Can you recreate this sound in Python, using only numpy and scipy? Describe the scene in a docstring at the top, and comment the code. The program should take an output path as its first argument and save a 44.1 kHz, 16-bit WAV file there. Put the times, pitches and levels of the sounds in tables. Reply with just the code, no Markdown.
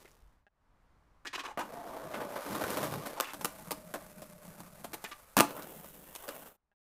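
"""On outdoor concrete, a skateboard is scuffed into place, dropped, and rumbles up a rough bank.
It clacks onto a ledge, rides over its joints, scrapes off the end, lands hard and rolls away over gritty pavement.
Rolling is noise from tiny random impacts; each blow is a short burst of force that rings the board.
Scrapes are strokes of grit that ring the steel trucks. A wall behind the ledge answers the blows.
Faint air, shuffling, a puff of breeze and two ticks complete the mono scene."""
import sys
import numpy as np
from scipy import signal
from scipy.fft import rfft, irfft, next_fast_len
from scipy.io import wavfile
from scipy.ndimage import uniform_filter1d, map_coordinates

SR = 44100
rng = np.random.default_rng(int(sys.argv[2]) if len(sys.argv) > 2 else 0)


def generate_wav(signal):
    """Clip the signal to [-1, 1] and save it as 16-bit WAV at the path in sys.argv[1]."""
    frames = np.transpose(np.atleast_2d(signal))
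    scaled = np.clip(frames, -1, 1) * 32767
    pcm = np.round(scaled).astype(np.int16)
    wavfile.write(sys.argv[1], SR, pcm)


N = 307906  # length of the scene in samples

# the run: dropped on the ground, onto the ledge, all wheels down, off its end, back on the ground
DROP_S, LOCK_S, RIDE_S, LEAVE_S, LAND_S = 1.62, 3.19, 3.335, 5.0, 5.44
# the closing fade: its start, its speed and how far down it goes
FADE_S, FADE_DB_PER_S, FADE_DEPTH_DB = 6.48, 241, 19.5
# resonances of the deck under the rider: pitch_hz, width_hz, level_db
BOARD_MODES = [(208, 48, 3), (290.7, 17, 6), (520, 120, -1), (617, 85, 0.5), (862, 16, 5.5),
               (1056, 19, -4.5), (1203, 45, -2), (1500, 46, -0.5), (2333, 35, -8), (2930, 26, -7.5)]
# colour of a bare contact, before the board rings: pitch_hz, relative level_db
CONTACT_TONE = [(40, -26.5), (120, -10.5), (290, -1), (430, -7.5), (1000, -2), (2000, -12), (7000, -14),
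                (12000, -12.5), (15000, -14.5)]
# colour of the rolling on the smooth ledge: pitch_hz, relative level_db
SMOOTH_TONE = [(65, -11.5), (110, -12.5), (176, -1.5), (254, -17), (389, -18), (609, -11), (1290, -12),
               (3040, -30), (5600, -29), (12200, -23), (14300, -28)]
# where the low register meets the middle, and the middle meets the high: pitch_hz
REGISTER_EDGES_HZ = (400, 2500)


def rolling(level_db, tone, rate, spread_db, ring, rumble_db, roar_db, hiss_db,
            lumpy_db=1.17, surge_db=1.0, patchy_db=2.7, low_hz=50):
    """Wheels crush over grains; bumps swell the noise, the deck rings along, the rumble needs the rider's weight."""
    # the rider unweights the board and the rumble drops out: middle_s, half_length_s, depth_db
    lifts = [(2.412, 0.039, 22), (6.245, 0.093, 18)]
    road = grit(N, rate, spread_db) + .5 * rng.standard_normal(N)
    road = road * amp(lumpy_db * wobble(70) + surge_db * wobble(22))

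    def surface(hz):
        low_cut = hz ** 2 / (hz ** 2 + low_hz ** 2)
        return causal(amp(along(tone, hz)) * low_cut) * (1 + ring * ringing(BOARD_MODES, hz))

    road = filtered(road, surface)
    rumble, roar, hiss = (filtered(road, lambda hz: register(hz, k)) for k in range(3))
    lift_db = sum(depth * np.exp(-((clock() - s) / half) ** 2) for s, half, depth in lifts)
    mix = amp(rumble_db - lift_db) * unit(patchy(rumble, patchy_db))
    mix += amp(roar_db) * unit(patchy(roar, patchy_db))
    mix += amp(hiss_db) * unit(hiss)
    return amp(level_db) * mix


def bank(rumble_grows=0.46, far_hiss_db=-13, near_hiss_db=-8.0, near_s=2.36, nearing_s=0.075):
    """Pressing into the bank deepens the rumble; the grit grows brighter as the board comes near."""
    # how hard the wheels work on the bank: time_s, level_db
    bank_work = [(1.65, -48), (2.356, -41), (2.454, -46.5), (2.478, -40), (2.848, -36.5), (2.872, -40),
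                 (3.12, -45.5)]
    # colour of the rolling there: pitch_hz, relative level_db
    bank_tone = [(41, -45), (70, -8), (150, -2), (578, 2), (1110, 2.5), (1700, -9), (2660, -23),
                 (7820, -28.5), (12800, -24.5), (15000, -31)]
    level = follow(bank_work)
    load_db = level - np.mean(np.array(bank_work)[:, 1])
    near = .5 + .5 * np.tanh((clock() - near_s) / nearing_s)
    hiss_db = far_hiss_db + (near_hiss_db - far_hiss_db) * near
    sound = rolling(level, bank_tone, rate=1600, spread_db=3.7, ring=0.56,
                    rumble_db=rumble_grows * load_db - 7.5, roar_db=-5.0, hiss_db=hiss_db)
    return between(DROP_S, LOCK_S) * sound


def ledge(settled_db=-61, extra_start_db=5.5, slowing_s=0.67):
    """On the smooth ledge the ride starts louder and quietens as the board loses speed."""
    level = settled_db + extra_start_db * np.exp(-np.maximum(clock() - RIDE_S, 0) / slowing_s)
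    sound = rolling(level, SMOOTH_TONE, rate=2000, spread_db=5.0, ring=0.48,
                    rumble_db=1.5, roar_db=-2, hiss_db=0.0)
    return between(RIDE_S, LEAVE_S) * sound


def pavement(hiss_steadiness=0.69, rumble_fade_db_per_s=5):
    """Rolling away: the rumble recedes, and the hiss of loose grit swings less than the roar."""
    # how hard the wheels work on the pavement: time_s, level_db
    pavement_work = [(5.53, -60.5), (5.588, -49.5), (5.754, -59), (5.886, -65), (6.162, -61),
                     (6.328, -52.5), (6.386, -58.5)]
    # colour of the rolling there: pitch_hz, relative level_db
    pavement_tone = [(41, -41), (70, -3.5), (114, -12.5), (153, -0.5), (332, -7), (567, -4), (1480, -10),
                     (2360, -20), (2880, -16), (4490, -23.5), (14300, -10)]
    level = follow(pavement_work)
    load_db = level - np.mean(np.array(pavement_work)[:, 1])
    away_db = rumble_fade_db_per_s * np.maximum(clock() - LAND_S, 0)
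    sound = rolling(level, pavement_tone, rate=2800, spread_db=5, ring=0.29,
                    rumble_db=2.5 - away_db, roar_db=2.5, hiss_db=6.5 - hiss_steadiness * load_db)
    return between(LAND_S, FADE_S + FADE_DEPTH_DB / FADE_DB_PER_S) * sound


def free_wheels(spin_db=-58, fade_db_per_s=21, tipped_db=3):
    """Tipped onto the ledge and flying off its end, the unloaded wheels only whirr and run down."""
    def run_down(start, end):
        return between(start, end) * amp(-fade_db_per_s * np.maximum(clock() - start, 0))

    whirr = rolling(spin_db, SMOOTH_TONE, rate=6400, spread_db=5.0, ring=0.48,
                    rumble_db=-19.5, roar_db=-2.0, hiss_db=0.5)
    return whirr * (amp(tipped_db) * run_down(LOCK_S, RIDE_S) + run_down(LEAVE_S, LAND_S))


def wheel_hum(waver_hz=20, flutter_db=3.0):
    """A fuzzy tone that sinks as the wheels slow down."""
    # coasting wheels: start_s, end_s, first pitch_hz, sag_hz_per_s, level_db, fade_db_per_s (negative grows)
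    hums = [(1.72, 2.422, 704.3, 195.1, -50, -2.5), (3.499, 4.59, 647.5, 51.8, -58.5, 4.5)]
    out = np.zeros(N)
    for start, end, hz, sag, db, fade in hums:
        age = np.clip(clock() - start, 0, end - start)
        turns = np.cumsum(hz - sag * age + waver_hz * wobble(90)) / SR
        tone = unit(np.sin(2 * np.pi * turns) * amp(flutter_db * wobble(50)))
        out += between(start, end) * amp(db - fade * age) * tone
    return out


def booms(boom_hz=153, width_octaves=0.39):
    """Under extra weight the deck passes on the lowest part of the road noise."""
    # the rider presses down and the deck booms: middle_s, half_length_s, level_db
    presses = [(2.062, 0.037, -53), (2.226, 0.048, -56), (2.848, 0.069, -45.5), (2.968, 0.05, -44)]
    low = filtered(rng.standard_normal(N), lambda hz: bell(hz, boom_hz, width_octaves))
    return unit(low) * sum(amp(db) * np.exp(-((clock() - s) / half) ** 2) for s, half, db in presses)


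def clacks(joint_thump_db=-10.5, wheel_lag_s=.0085):
    """Single blows where the board comes down, and a quick pair wherever an axle crosses a joint or an edge."""
    # the board comes down, tail, wheels and deck in turn, then settles: start_s, knock level_db,
    # crack_db and strongest ring_hz, thump_db, tail_factor (crack and thump relative to the knock)
    falls = [(1.574, -34, -17, 730, -8, 0.8), (1.592, -35.5, -9.5, 815, -8.5, 0.95),
             (3.2004, -27, -4, 940, -21, 0.23), (3.2077, -32, 4, 890, -22, .4),
             (5.3674, -21.5, -3, 1180, -5, 1.5), (5.3774, -27, 0, 1503, -7.5, .9),
             (5.382, -26, -14.5, 1280, 1, 0.96), (5.3887, -28.5, 4, 1085, -1, 0.64),
             (5.3999, -21, -4.5, 800, -5, 0.46), (5.4055, -16.5, -3, 1180, -7, .65),
             (5.413, -28.5, -5.5, 1214, -2, 0.69), (5.429, -38, -9, 870, -6, 0.52),
             (5.4405, -36, -9.5, 740, -5.5, 0.5), (5.506, -42.5, -5.5, 880, -4, .6)]
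    # an axle crosses a joint or an edge: start_s, knock level_db, crack_db relative to the knock,
    # strongest ring_hz, second_wheel_db relative to the first
    joints = [(2.141, -37, -16, 600, -8), (2.205, -38, -15, 400, -3.5), (2.357, -36.5, -14, 565, -6),
              (2.61, -36.5, -11, 675, -1), (2.771, -34, -4, 534, -10), (2.828, -36, -6, 500, -2),
              (3.061, -40.5, -2.5, 620, 0), (3.334, -42, -1.5, 490, -2.5), (3.41, -41.5, -2, 525, -9),
              (3.446, -31.5, 2.5, 630, -2.5), (3.7078, -37, 1.5, 477, 1.5), (3.939, -36, -5, 634, -5),
              (4.219, -46.5, -2.5, 526, -8), (4.843, -40.5, -2.5, 830, -6), (4.9324, -42.5, 0.5, 284, 3),
              (5.622, -51, 5, 700, -4), (6.151, -49.5, 7.5, 880, 1), (6.28, -44.5, -1.5, 533.5, 5.5)]
    out = np.zeros(N)
    for s, *strike in falls:
        add(out, s, blow(*strike))
    for s, db, crack_db, ring_hz, second_db in joints:
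        add(out, s, blow(db, crack_db, ring_hz, joint_thump_db, 0.98))
        add(out, s + wheel_lag_s, blow(db + second_db, crack_db, ring_hz, joint_thump_db, 1))
    return out


def pits(ring_hz=1100, thump_db=-5.5, tail=0.78):
    """The wheels knock through small pits or off edges at uneven moments, each ringing at another pitch."""
    # start_s, knock level_db, crack_db relative to the knock
    pit_knocks = [(2.462, -43, -7), (2.507, -42, -12), (2.548, -42, -11), (2.557, -45, -3),
                  (2.638, -34, -6), (2.647, -41, -6), (2.704, -38, -0.5), (2.843, -38.5, -3),
                  (2.938, -39.5, -3.5), (3.725, -41.5, -1.5), (3.956, -46.5, -7), (4.603, -49.5, -1),
                  (5.0403, -42.5, 1.5), (5.574, -47.5, -14), (5.844, -51.5, -4)]
    out = np.zeros(N)
    for s, db, crack_db in pit_knocks:
        pitch_hz = ring_hz * 2 ** rng.uniform(-0.54, 0.66)
        add(out, s, blow(db, crack_db, pitch_hz, thump_db, tail))
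    return out


def blow(db, crack_db, ring_hz, thump_db, tail, focus_db=6, focus_octaves=0.27, snap=1.0, snap_t60=0.013,
         attack=0.00027, push=5, contact_time=.0001, hardening=0.18, deck_ring=3):
    """A push, a hard snap and a short rattle of the trucks, ringing the board at new strengths."""
    # an ordinary blow, and its rattle before the tail factor
    usual_db, rattle_t60_s = -40.5, 0.048
    # this much more crack, or more force, halves the rattle
    clean_halves_db, weight_halves_db = 8, 14
    t = np.arange(SR // 4) / SR
    over_db = db - usual_db
    # clean or heavy contacts pin the trucks and cut the rattle short
    halvings = crack_db / clean_halves_db + max(over_db, 0) / weight_halves_db
    t60 = tail * rattle_t60_s * .5 ** halvings
    rattle = grit(len(t), 6000, 5.5) * amp(-60 * t / t60)
    crisp = snap * rng.standard_normal(len(t)) * amp(-60 * t / (tail * snap_t60))
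    shove = t * np.exp(-t / contact_time)
    force = (crisp + rattle) * (1 - np.exp(-t / attack)) + push * shove / shove.sum()
    gains_db = rng.normal(0, 0.69, (len(BOARD_MODES), 1))

    def struck_board(hz):
        # where the deck is struck decides which of its resonances speak most
        focus = focus_db * bell(hz, ring_hz, focus_octaves)
        # a harder blow stiffens the contact and tilts the knock upwards
        tilt = hardening * over_db * np.log2(np.clip(hz, *REGISTER_EDGES_HZ))
        colour = amp(along(CONTACT_TONE, hz) + focus + tilt)
        return causal(colour * np.abs(5.0 + deck_ring * ringing(BOARD_MODES, hz, gains_db)))

    knock = filtered(force, struck_board)
    out = np.zeros(len(t))
    # thump, knock and crack; bright, glancing contacts carry less of the rider's weight
    for k, level in enumerate([thump_db - max(crack_db, 0), 0, crack_db]):
        part = filtered(knock, lambda hz: causal(register(hz, k)))
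        # the level is that of the loudest 5 ms
        loudest = np.sqrt(uniform_filter1d(part ** 2, size=220, mode="constant").max())
        out += amp(db + level) * part / loudest
    return out


def clatter(start_s=5.369, length_s=0.033, level_db=-33, release=0.015, ring=0.66):
    """Between the blows of the landing, loose trucks and wheels keep shaking the deck."""
    out, t = np.zeros(N), np.arange(SR // 4) / SR
    shake = grit(len(t), 2300, 4.2) * np.exp(-np.maximum(t - length_s, 0) / release)

    def deck_response(hz):
        return causal(amp(along(CONTACT_TONE, hz)) * np.abs(1 + ring * ringing(BOARD_MODES, hz)))

    deck = filtered(shake, deck_response)
    add(out, start_s, amp(level_db) * unit(deck) * np.sqrt(length_s / t[-1]))
    return out


def scrapes():
    """The trucks drag and bite in short strokes, each singing at its own pitch."""
    # a truck scrapes on concrete (the stroke at 3.163 s is the wheels roaring along the ledge's edge): start_s,
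    # level_db, centre_hz, length_s, steel ring_hz
    strokes = [(1.249, -42.5, 1380, 0.015, 1730), (1.267, -39.5, 2900, 0.013, 1870),
               (1.329, -38.5, 1950, .015, 1010), (1.348, -36, 2460, 0.012, 2850),
               (1.376, -39.5, 1200, .014, 1060), (1.391, -39, 2260, 0.016, 1080),
               (1.435, -42, 1210, .013, 1110), (1.449, -39.5, 1840, 0.016, 1110),
               (1.473, -45, 1090, 0.037, 857), (1.590, -37.5, 1260, 0.028, 990),
               (2.135, -46, 1900, .022, 2110), (3.163, -43, 900, .026, 860),
               (3.214, -42.5, 1300, 0.021, 1790), (3.235, -45, 1880, .022, 2750),
               (3.268, -46, 1580, .04, 2630), (5.041, -41, 2130, 0.016, 1790),
               (5.112, -43, 2100, .015, 1155)]
    out = np.zeros(N)
    for s, *stroke in strokes:
        add(out, s, rasp(*stroke))
    return out


def rasp(db, centre, length, ring_hz, ring_db=24, ring_width_hz=70, octaves=0.72, spread=0.22,
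         attack=0.0017, release_share=0.45, steel_ring=9):
    """A truck drags over the grain with its own brightness; the steel rings on, one tone above the rest."""
    # colour of the dragging: pitch_hz, relative level_db
    rasp_tone = [(100, -23), (280, 13.5), (450, 6.5), (3000, -4.5), (6500, -2), (15000, -15.5)]
    # the free-ringing steel trucks: pitch_hz, width_hz, level_db
    truck_modes = [(1079, 59, -6), (1810, 41, -5.5), (2460, 64, -4.5), (2900, 71, -1), (3430, 90, -3.5)]
    t = np.arange(SR // 4) / SR
    stroke = (1 - np.exp(-t / attack)) * np.exp(-np.maximum(t - length, 0) / (release_share * length))

    def body(hz):
        focus = spread + bell(hz, centre, octaves)
        one_tone = ringing([(ring_hz, ring_width_hz, ring_db)], hz)
        steel = np.abs(6.0 + steel_ring * ringing(truck_modes, hz) + one_tone)
        return causal(amp(along(rasp_tone, hz)) * focus * steel)

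    drag = filtered(stroke * grit(len(t), 4500, 4.4), body)
    return amp(db) * unit(drag) * np.sqrt(length / t[-1])


def wall(x, size=13230):
    """A diffuse answer from the wall and bank, changing as the board moves on; mostly the treble dies sooner."""
    # how fast the answer dies by 60 dB: pitch_hz, decay_s
    wall_decay = [(100, 0.37), (1000, 0.29), (4000, 0.3), (14000, 0.17)]
    # colour of the answer: pitch_hz, level_db
    wall_tone = [(450, -3), (1000, 2.5), (2600, -1), (12000, 1.5)]
    out = np.zeros(N)
    for start in range(0, N, size):
        hz, t, z = signal.stft(rng.standard_normal(SR // 2), SR, nperseg=256)
        decay = amp(-60 * t / along(wall_decay, hz)[:, None])
        tail = signal.istft(z * decay, SR, nperseg=256)[1]
        answer = coloured(tail / np.linalg.norm(tail), wall_tone)
        add(out, start / SR, signal.fftconvolve(x[start:start + size], answer))
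    return out


def crunches(sharpness=3, t60=0.045):
    """Before the run, small crunches of grit: each is a tiny burst around one pitch."""
    # start_s, level_db, centre_hz
    grit_bursts = [(0.048, -51, 424), (0.054, -53.5, 2060), (0.077, -59.5, 1980), (0.114, -63, 6140)]
    out, t = np.zeros(N), np.arange(SR // 8) / SR
    decay = amp(-60 * t / t60)
    for s, db, centre in grit_bursts:
        grains = grit(len(t), 5330, 4.5) * decay
        burst = filtered(grains, lambda hz: ringing([(centre, centre / sharpness, 0)], hz))
        add(out, s, amp(db) * unit(burst) * np.sqrt(np.mean(decay ** 2)))
    return out


def ticks(count=4, gap_s=.0049, loss_db=3.5):
    """Two faint, dry ticks, each a short burr of clicks, every click weaker than the last."""
    # start_s, level_db of the first click
    tick_times = [(0.467, -50), (6.716, -64.5)]
    # the tones in a click: pitch_hz, level_db, decay_s (to fall by 60 dB)
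    tick_tones = [(766, 1, .02), (1670, 4.5, 0.015), (2590, -6, .012)]
    out, t = np.zeros(N), np.arange(SR // 8) / SR
    ring = sum(amp(db - 60 * t / t60) * np.sin(2 * np.pi * hz * t) for hz, db, t60 in tick_tones)
    for s, db in tick_times:
        for k in range(count):
            add(out, s + k * gap_s, amp(db - k * loss_db) * ring / np.abs(ring).max())
    return out


def outdoors(air_db=-66.5, shuffle_db=-59, shuffle_fade_db_per_s=67, puff_s=0.233, puff_db=-56):
    """Filtered noise makes faint air and one puff of breeze; tiny impacts make fading shuffles and crunches."""
    # colour of the air: pitch_hz, relative level_db
    air_tone = [(45, -2.5), (110, -9.5), (400, -22), (1100, -18.5), (3000, -36), (15000, -49.5)]
    shuffle_tone = [(100, -5.0), (450, 5.0), (2200, -7.0), (14000, -10.5)]
    puff_tone = [(20, -16.0), (50, -6.0), (400, -72)]
    air = amp(air_db) * unit(coloured(rng.standard_normal(N), air_tone))
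    feet = amp(shuffle_db - shuffle_fade_db_per_s * clock())
    rustle = feet * unit(coloured(grit(N, 2700, 7.3), shuffle_tone))
    breeze = unit(coloured(rng.standard_normal(N), puff_tone))
    puff = amp(puff_db) * swell(puff_s, .008, .07) * breeze
    return air + rustle + puff + crunches()


def fades(dip_s=0.48, dip_depth_db=20.5, dip_recovers_s=0.12, silent_s=6.74):
    """The level dips briefly before the run, fades down after it, then stops."""
    dip_db = dip_depth_db * swell(dip_s, 0.058, dip_recovers_s)
    out_db = np.clip(FADE_DB_PER_S * (clock() - FADE_S), 0, FADE_DEPTH_DB)
    return amp(-dip_db - out_db) * (clock() < silent_s)


def grit(n, rate, spread_db):
    """Tiny impacts, rate a second, a few much larger than the rest."""
    sizes = amp(spread_db * np.minimum(rng.standard_normal(n), 3))
    return unit((rng.random(n) < rate / SR) * sizes * rng.choice([-1, 1], n))


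def patchy(x, depth_db):
    """The load shifts from wheel to wheel, so each band swells and fades on its own."""
    z = signal.stft(x, nperseg=1024)[2]
    field = uniform_filter1d(rng.standard_normal(z.shape), size=4, axis=0)
    field = uniform_filter1d(field, size=5, axis=1)
    return signal.istft(z * amp(depth_db * unit(field)), nperseg=1024)[1][:len(x)]


def ringing(modes, hz, gains_db=0):
    """Response of a set of (Hz, width Hz, dB) resonances."""
    centre, width, db = np.transpose(modes)[:, :, None]
    damping = 1j * hz * width
    return np.sum(amp(db + gains_db) * damping / (centre ** 2 - hz ** 2 + damping), axis=0)


def register(hz, index):
    """Gain of the low, middle or high register."""
    low, mid = (1 / (1 + (hz / edge) ** 8) for edge in REGISTER_EDGES_HZ)
    return np.sqrt([low, mid * (1 - low), 1 - mid][index])


def bell(hz, centre, octaves):
    """A smooth hump around a centre pitch, its width given in octaves."""
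    return np.exp(-.5 * (np.log2((hz + 1) / centre) / octaves) ** 2)


def filtered(x, response):
    """x times a response of frequency."""
    m = 2 * next_fast_len(len(x) // 2 + 4096)
    return irfft(rfft(x, m) * response(np.fft.rfftfreq(m, 1 / SR)), m)[:len(x)]


def causal(gain):
    """The minimum-phase response with this gain: nothing sounds before the blow."""
    cep = irfft(np.log(np.maximum(gain, 1e-6)))
    half = len(cep) // 2
    cep[1:half] *= 2
    cep[half + 1:] = 0
    return np.exp(rfft(cep))


def coloured(x, points):
    """x through a (Hz, dB) spectrum."""
    return filtered(x, lambda hz: causal(amp(along(points, hz))))


def along(points, hz):
    """Read (Hz, value) points on a log frequency axis."""
    f, v = np.transpose(points)
    return np.interp(np.log(hz + 1), np.log(f + 1), v)


def follow(rows):
    """Join (s, value) points into one value per sample."""
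    s, value = np.transpose(rows)
    return np.interp(clock(), s, value)


def wobble(rate):
    """A smooth random curve, rate knots a second."""
    knots = rng.standard_normal(int(N * rate / SR) + 4)
    return map_coordinates(knots, [np.arange(N) * rate / SR])


def clock():
    """Time of each sample in seconds."""
    return np.arange(N) / SR


def between(start, end, ramp=.02):
    """1 from start to end, with soft edges."""
    return np.clip(np.minimum(clock() - start, end - clock()) / ramp + .5, 0, 1)


def swell(s, attack, release):
    """An envelope that rises to 1 at s and dies away."""
    t = clock() - s
    return np.exp(np.minimum(t / attack, -t / release))


def add(out, s, sound):
    """Mix a short sound in at time s."""
    part = out[round(s * SR):][:len(sound)]
    part += sound[:len(part)]


def amp(db):
    """Decibels to gain."""
    return 10 ** (np.asarray(db) / 20)


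def unit(x):
    """Scale to an average (rms) level of 1."""
    return x / np.sqrt(np.mean(x ** 2) + 1e-20)


def scene():
    """The whole run in mono, on two equal channels; only the blows and scrapes reach the wall."""
    wheels = bank() + ledge() + free_wheels() + pavement() + wheel_hum() + booms()
    blows = clacks() + clatter() + scrapes() + pits()
    answer = amp(-12.5) * wall(blows)
    mono = fades() * (wheels + blows + answer + outdoors()) + ticks()
    return np.array([mono, mono])


def record(dry, top_hz=15300):
    """A very steep filter keeps almost nothing above the top frequency."""
    def band_limit(hz):
        return causal(1 / np.sqrt(1 + (hz / top_hz) ** 160))

    return np.array([filtered(x, band_limit) for x in dry])


dry = scene()
out = record(dry)
generate_wav(out)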